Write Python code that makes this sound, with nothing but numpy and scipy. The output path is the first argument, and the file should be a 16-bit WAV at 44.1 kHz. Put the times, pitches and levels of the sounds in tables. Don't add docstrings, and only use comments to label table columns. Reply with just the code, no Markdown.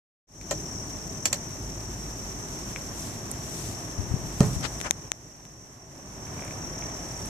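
import sys
import numpy as np
from scipy import signal
from scipy.fft import rfft, irfft
from scipy.io import wavfile

SR = 44100
rng = np.random.default_rng(int(sys.argv[2]) if len(sys.argv) > 2 else 0)


def put_to_file(sound):
    columns = np.atleast_2d(sound).T
    safe = np.clip(columns, -1, 1)
    whole_steps = np.round(safe * 32767)
    wavfile.write(sys.argv[1], SR, whole_steps.astype(np.int16))


N = 321489
TIME = np.arange(N) / SR

# wing strokes a second, mid-stroke pitch in Hz, pitch fall in Hz, relative
# level in dB, side in dB (plus is left, minus is right), phase between the ears in radians.
NEAR_CRICKETS = [(38.5, 5690, 660, 0, 3, 4.5), (36.66, 5720, 480, -2.5, 2.5, -0.5),
                 (38.7, 6330, 400, -6.5, 1.5, -1.5)]
# time in seconds, then level, side and near crickets' lift in dB.
CHORUS_LEVELS = [(0.6, -40, 2.5, -1), (1.9, -42, 3, -1.5), (2.4, -39.5, 1, -4.5), (3.2, -42, 2.5, -4),
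                 (3.7, -42, 3, -3), (5.5, -40, -2, -2), (6.3, -42.5, -1.5, -3), (6.85, -41.5, -0.5, 2.5),
                 (7.29, -42, -1.5, 0.5)]
# time in seconds, then the rumble, wash and hiss levels in dB.
AIR_LEVELS = [(0.6, -39.5, -47.5, -48), (1.7, -40.5, -47.5, -48), (2.6, -40, -45.5, -45),
              (3.3, -38.5, -45.5, -45.5), (4.2, -39, -45, -47.5), (5.6, -40, -45, -47.5),
              (6.85, -39.5, -43, -49.5), (7.29, -40, -44, -48)]
# time in seconds, level in dB.
ENGINE_LEVELS = [(0.6, -46), (1.5, -64), (1.6, -41.5), (3.0, -45.5), (3.1, -54), (4.4, -42.5), (6.4, -56.5),
                 (7.29, -45)]
# frequency in Hz, likeness from 0 to 1.
EAR_LIKENESS = [(25, 0.33), (60, 0.96), (130, 0.93), (290, 0.94), (640, 0.78), (1400, 0), (3000, 0.024)]

# frequency in Hz, relative strength in dB.
FAR_CRICKET_COLOUR = [(4900, -56), (5250, -12), (5500, -1), (5780, -2.5), (6100, 0), (6350, -5.5),
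                      (6700, -10.5), (7500, -16), (8300, -14), (8700, -21.5), (10000, -43)]
RUMBLE_COLOUR = [(12, -34), (20, -16), (33, -9.5), (60, -4), (110, 0.5), (160, -1), (215, -5.5),
                 (300, -5.5), (400, -7.5), (490, -20.5), (800, -27), (2000, -60)]
WASH_COLOUR = [(300, -11.5), (500, -4), (660, -0.5), (850, -4), (1100, -4.5), (1400, -10.5), (1800, -9),
               (2400, -14.5), (3200, -19.5), (6000, -39.5)]
LEFT_HISS_COLOUR = [(600, 7), (2000, -1.5), (4500, 1.5), (7000, 5.5), (9200, -2.5), (10100, -11),
                    (14500, -27)]
RIGHT_HISS_COLOUR = [(600, 3), (2000, -2.5), (4500, -6.5), (7200, 4.5), (9200, -6), (11300, -4),
                     (14500, -7.5)]
CRACK_COLOUR = [(200, -15), (600, -13), (1300, -13.5), (1900, -7), (2450, -10), (3000, -5.5), (3700, -13.5),
                (4250, -1), (4900, -9), (6000, -4.5), (7500, 2.5), (8600, -11), (10500, -21),
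                (12600, -14.5), (14500, -23)]
SUIT_COLOUR = [(500, -49), (2500, -6.5), (4500, -4.5), (6000, 1.5), (7700, 4), (9200, -4), (11000, -5),
               (14500, -11)]
SNAG_COLOUR = [(2500, -31), (5000, -12), (7800, 10.5), (9200, 9), (10500, 4), (14500, -8)]
SHUDDER_COLOUR = [(20, -20), (60, -10), (130, 9), (220, -3.5), (420, -17.5), (800, -19), (1200, -23),
                  (1800, -40), (4000, -55)]
RUB_COLOUR = [(150, -4), (700, 4.5), (1300, 7.5), (2400, 0), (4000, -15.5), (6500, -6), (9000, -14),
              (11000, -44)]
FIZZ_COLOUR = [(800, 1.5), (2400, 3.5), (5000, 3), (8000, -2.5), (10500, -20), (14500, -33)]

# pitch in Hz, relative level in dB, seconds to fade by 60 dB.
BOX_TONES = [(320, 0.5, 0.045), (435, 5.5, 0.058), (568, 12, 0.064), (618, 12, 0.052), (740, 3, 0.05),
             (1030, 3, 0.07), (1320, 1.5, 0.042), (1845, 4.5, 0.04), (2410, -14, .07), (6220, 4, .05)]
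LID_TONES = [(1850, 4, 0.0055), (2315, 15, 0.0071), (2500, -4, 0.01), (3220, -6, .008)]
BODY_TONES = [(140, -15, .12), (408, 5, 0.1), (428, 1, 0.23), (760, 4, 0.056), (990, -5, 0.027),
              (1220, -5, 0.067)]
CASE_TONES = [(905, -12, 0.0051), (2370, 8.5, 0.0019), (3000, -21, 0.0015), (3600, 9.5, 0.002),
              (6490, 15.5, 0.0019), (8260, 1, 0.0036)]

# start in seconds, crack level in dB, rise and fall in seconds,
# box ring in dB before its lift.
GEAR_CLACKS = [(0.412, -36, .0004, .002, -68.5), (0.5089, -23, 0.00069, 0.0076, -21.5),
               (1.2538, -16, 0.0033, 0.003, -34.5), (1.3275, -16, 0.0024, 0.0019, -31),
               (2.7582, -44, 0.00091, 0.0018, -55), (4.4052, -19.5, 0.00016, 0.0019, -24),
               (4.4297, -31.5, 0.00097, 0.0022, -37)]
# start in seconds, length in seconds, level in dB.
LID_CREAKS = [(0.413, .007, -27), (2.761, .007, -26.5), (6.271, .007, -31), (6.3657, .195, -34.5),
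              (6.777, .025, -39), (6.824, .025, -30)]
# middle and half length in seconds, level and side in dB.
SUIT_SWISHES = [(3.03, 0.062, -41, 1), (3.61, 0.13, -40, 5), (4.478, 0.13, -41.5, 3),
                (4.8, 0.08, -51.5, -14), (7.2, 0.15, -49.5, -3)]
# start in seconds, level in dB.
SUIT_SNAGS = [(3.308, -40), (3.315, -34), (6.448, -39.5), (7.258, -35)]
# start in seconds, strength in dB, pitch in Hz, side in dB.
CAMERA_BUMPS = [(3.987, -16.5, 99, 27), (4.1102, -19.5, 90, 22), (4.139, -15, 126, 9),
                (4.4053, -4, 169, -2), (4.562, -19.5, 88.5, 24)]
# middle and half length in seconds, level and side in dB, fizz as a factor.
FINGER_RUBS = [(4.433, 0.014, -40, -2, 0.1), (4.65, 0.013, -28, 14, 1.35), (4.865, 0.015, -29, 10, 0.064)]
# start in seconds, strength in dB, side in dB.
CASE_TICKS = [(4.803, -15.5, 16), (4.8136, -9.5, 28), (4.9093, 22.5, 27), (5.1184, 13, 15),
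              (5.453, -18, 12)]


def amp(db):
    return 10 ** (np.asarray(db) / 20)


def evened(x):
    return x / np.sqrt(np.mean(x ** 2) + 1e-20)


def read(points, hz):
    f, value = np.transpose(points)
    return np.interp(np.log(hz + 1), np.log(f), value)


def curves(rows):
    times, *columns = np.transpose(rows)
    return [np.interp(TIME, times, column) for column in columns]


def pan(db):
    gains = np.array([amp(np.atleast_1d(db) / 2), amp(-np.atleast_1d(db) / 2)])
    return gains / np.sqrt(np.mean(gains ** 2, axis=0))


def add(mix, start, sound):
    part = mix[:, round(start * SR):][:, :sound.shape[-1]]
    part += sound[..., :part.shape[-1]]


def drift(hz):
    f = np.fft.rfftfreq(N, 1 / SR)
    return evened(irfft(rfft(rng.standard_normal(N)) * np.exp(-(f / hz) ** 2), N))


def noise(colour, size=N, grain_db=0):
    hz = np.fft.rfftfreq(size, 1 / SR)
    left, other = rfft(rng.standard_normal((2, size)) * amp(grain_db * rng.standard_normal(size)))
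    likeness = np.clip(read(EAR_LIKENESS, hz), -1, 1)
    right = likeness * left + np.sqrt(1 - likeness ** 2) * other
    return evened(irfft(np.array([left, right]) * amp(read(colour, hz)), size))


def ring(tones, t):
    wave = sum(amp(db - 60 * t / fade) * np.sin(2 * np.pi * hz * t) for hz, db, fade in tones)
    return wave / abs(wave).max()


def swell(middle, half):
    return np.exp(-.5 * ((TIME - middle) / half) ** 2)


def yard(x, fade_s, echo_db):
    t = np.arange(SR // 3) / SR
    echoes = rng.standard_normal((2, len(t))) * (rng.random((2, len(t))) < 2000 / SR)
    echoes *= amp(-60 * t / fade_s)
    echoes *= amp(echo_db) / np.linalg.norm(echoes, axis=1, keepdims=True)
    return x + signal.fftconvolve(np.atleast_2d(x), echoes, axes=1)[:, :N]


def cricket(rate, hz, fall_hz, db, side_db, ear_phase, duty=.6, jitter=.02, waver_hz=50, uneven_db=2.5):
    cycles = np.cumsum(rate * (1 + jitter * drift(6))) / SR
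    stroke = cycles % 1 / duty
    pressure = np.sin(np.pi * np.minimum(stroke, 1)) * amp(uneven_db * drift(15))
    phase = 2 * np.pi * np.cumsum(hz - fall_hz * (stroke - .5) + waver_hz * drift(120.2)) / SR
    tone = pressure * np.array([np.sin(phase), np.sin(phase + ear_phase)])
    return amp(db) * pan(side_db) * evened(yard(tone, fade_s=0.048, echo_db=-4.5))


def chorus(far_db=-1, thin_hz=8450, thin_db=-20, throb_hz=40):
    level_db, side_db, near_db = curves(CHORUS_LEVELS)
    near = amp(near_db) * evened(sum(cricket(*row) for row in NEAR_CRICKETS))
    far = noise(FAR_CRICKET_COLOUR) * amp(far_db + drift(54))
    throb = 1 + 0.87 * np.sin(2 * np.pi * throb_hz * TIME)
    thin = np.array([drift(70), drift(70)]) * np.sin(2 * np.pi * thin_hz * TIME)
    thin *= throb * amp(thin_db + 2 * drift(2.3))
    return amp(level_db) * pan(side_db) * evened(near + far + thin)


def engine(hz=52.8, octave_db=-9):
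    level_db, = curves(ENGINE_LEVELS)
    turns = np.cumsum(hz * (1 + 0.0234 * drift(5))) / SR
    hum = (1 + 0.3 * drift(18)) * np.sin(2 * np.pi * turns)
    hum += amp(octave_db) * (1 + 0.8 * drift(15)) * np.sin(4 * np.pi * turns)
    return amp(level_db) * evened(hum)


def night_air():
    rumble_db, wash_db, hiss_db = curves(AIR_LEVELS)
    rumble = amp(rumble_db + 0.89 * drift(15)) * noise(RUMBLE_COLOUR)
    wash = amp(wash_db + 0.68 * drift(32)) * noise(WASH_COLOUR, grain_db=2.5)
    left = noise(LEFT_HISS_COLOUR, grain_db=4.5)[0]
    right = noise(RIGHT_HISS_COLOUR, grain_db=1)[1]
    hiss = amp(hiss_db + 1.33 * drift(30)) * pan(-4.2) * np.array([left, right])
    return rumble + wash + hiss


def gear_clacks(box_lift_db=12.5, box_delay_s=0.0031):
    out, t = np.zeros((2, N)), np.arange(SR // 5) / SR
    box = ring(BOX_TONES, t) * (1 - np.exp(-t / 0.0013))
    for start, db, rise, fall, box_db in GEAR_CLACKS:
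        contact = (1 - np.exp(-t / rise)) ** 2 * np.exp(-t / fall)
        crack = noise(CRACK_COLOUR, size=len(t), grain_db=4)
        add(out, start, amp(db) * contact / contact.max() * crack)
        add(out, start + box_delay_s, amp(box_db + box_lift_db) * box)
    return out


def lid_creaks(slips_per_s=69.5, skew=0.51, uneven_db=4.5, side_db=6):
    out, t = np.zeros((2, N)), np.arange(SR // 5) / SR
    slip = pan(side_db) * ring(LID_TONES, t)
    for start, length, db in LID_CREAKS:
        delays = np.arange(0, length, 1 / slips_per_s)
        progress = (np.arange(len(delays)) + .5) / len(delays)
        pressure = np.sin(np.pi * progress ** skew)
        for delay, force in zip(delays, pressure):
            add(out, start + delay, force * amp(db + uneven_db * rng.standard_normal()) * slip)
    return out


def suit(snag_side_db=-8, snag_fall_s=0.0038):
    out = noise(SUIT_COLOUR, grain_db=5.5) * amp(1.3 * drift(40))
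    out *= sum(amp(db) * pan(side_db) * swell(middle, half) for middle, half, db, side_db in SUIT_SWISHES)
    t = np.arange(SR // 20) / SR
    for start, db in SUIT_SNAGS:
        snag = np.exp(-t / snag_fall_s) * noise(SNAG_COLOUR, size=len(t), grain_db=8)
        add(out, start, amp(db) * pan(snag_side_db) * snag)
    return out


def camera_bumps(push_cycles=0.63, shudder_db=-15.5, shudder_fall_s=0.086):
    out, t = np.zeros((2, N)), np.arange(SR // 2) / SR
    shudder_shape = (1 - np.exp(-t / 0.00057)) * np.exp(-t / shudder_fall_s)
    for start, db, hz, side_db in CAMERA_BUMPS:
        fall = push_cycles / hz
        push_shape = t / fall * np.exp(1 - t / fall) * np.exp(-(t / (3 * fall)) ** 2)
        push = amp(db) * push_shape * np.sin(2 * np.pi * hz * t)
        body = amp(3 * db - 0.5) * ring(BODY_TONES, t)
        shudder = amp(db + shudder_db) * shudder_shape * noise(SHUDDER_COLOUR, size=len(t))
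        add(out, start, pan(side_db) * (push + body + shudder))
    return out


def finger_rubs():
    rub, fizz = noise(RUB_COLOUR, grain_db=6), noise(FIZZ_COLOUR, grain_db=4.5)
    return sum(amp(db) * pan(side_db) * swell(middle, half) * evened(rub + bright * fizz)
               for middle, half, db, side_db, bright in FINGER_RUBS)


def case_ticks(lag_s=.00008):
    out, t = np.zeros((2, N)), np.arange(SR // 2) / SR
    near = ring(CASE_TONES, t)
    far = signal.lfilter([1, -.8], [1], np.interp(t - lag_s, t, near))
    for start, db, side_db in CASE_TICKS:
        add(out, start, amp(db) * pan(side_db) * np.array([near, far]))
    return out


def gain_control(x, overload=1.4, ahead_s=0.037, step_db=5.5, duck_s=0.0077, hold_s=.77,
                 recover_db_per_s=21.5):
    cut_db = np.zeros(N)
    peaks, _ = signal.find_peaks(abs(x).max(axis=0), height=overload, distance=SR // 20)
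    for peak in peaks:
        start = max(peak - round(ahead_s * SR), 0)
        age = TIME[:N - start]
        held_db = cut_db[start] + step_db * (1 - np.exp(-age / duck_s))
        recovered_db = recover_db_per_s * np.maximum(age - hold_s, 0)
        cut_db[start:] = np.maximum(held_db - recovered_db, 0)
    return x * amp(-cut_db)


def scene(start_s=0.27, fade_in_s=0.3):
    night = chorus() + engine() + night_air()
    hive = yard(gear_clacks() + lid_creaks(), fade_s=0.079, echo_db=-6)
    fade = np.clip((TIME - start_s) / fade_in_s, 0, 1)
    return fade * (night + hive + suit() + camera_bumps() + finger_rubs() + case_ticks())


def record(dry, ceiling=.69, top_hz=14650):
    clipped = np.clip(gain_control(dry), -ceiling, ceiling)
    low_pass = signal.firwin(401, top_hz, window=("kaiser", 8), fs=SR)
    return signal.oaconvolve(clipped, low_pass[None], "same")


dry = scene()
out = record(dry)
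put_to_file(out)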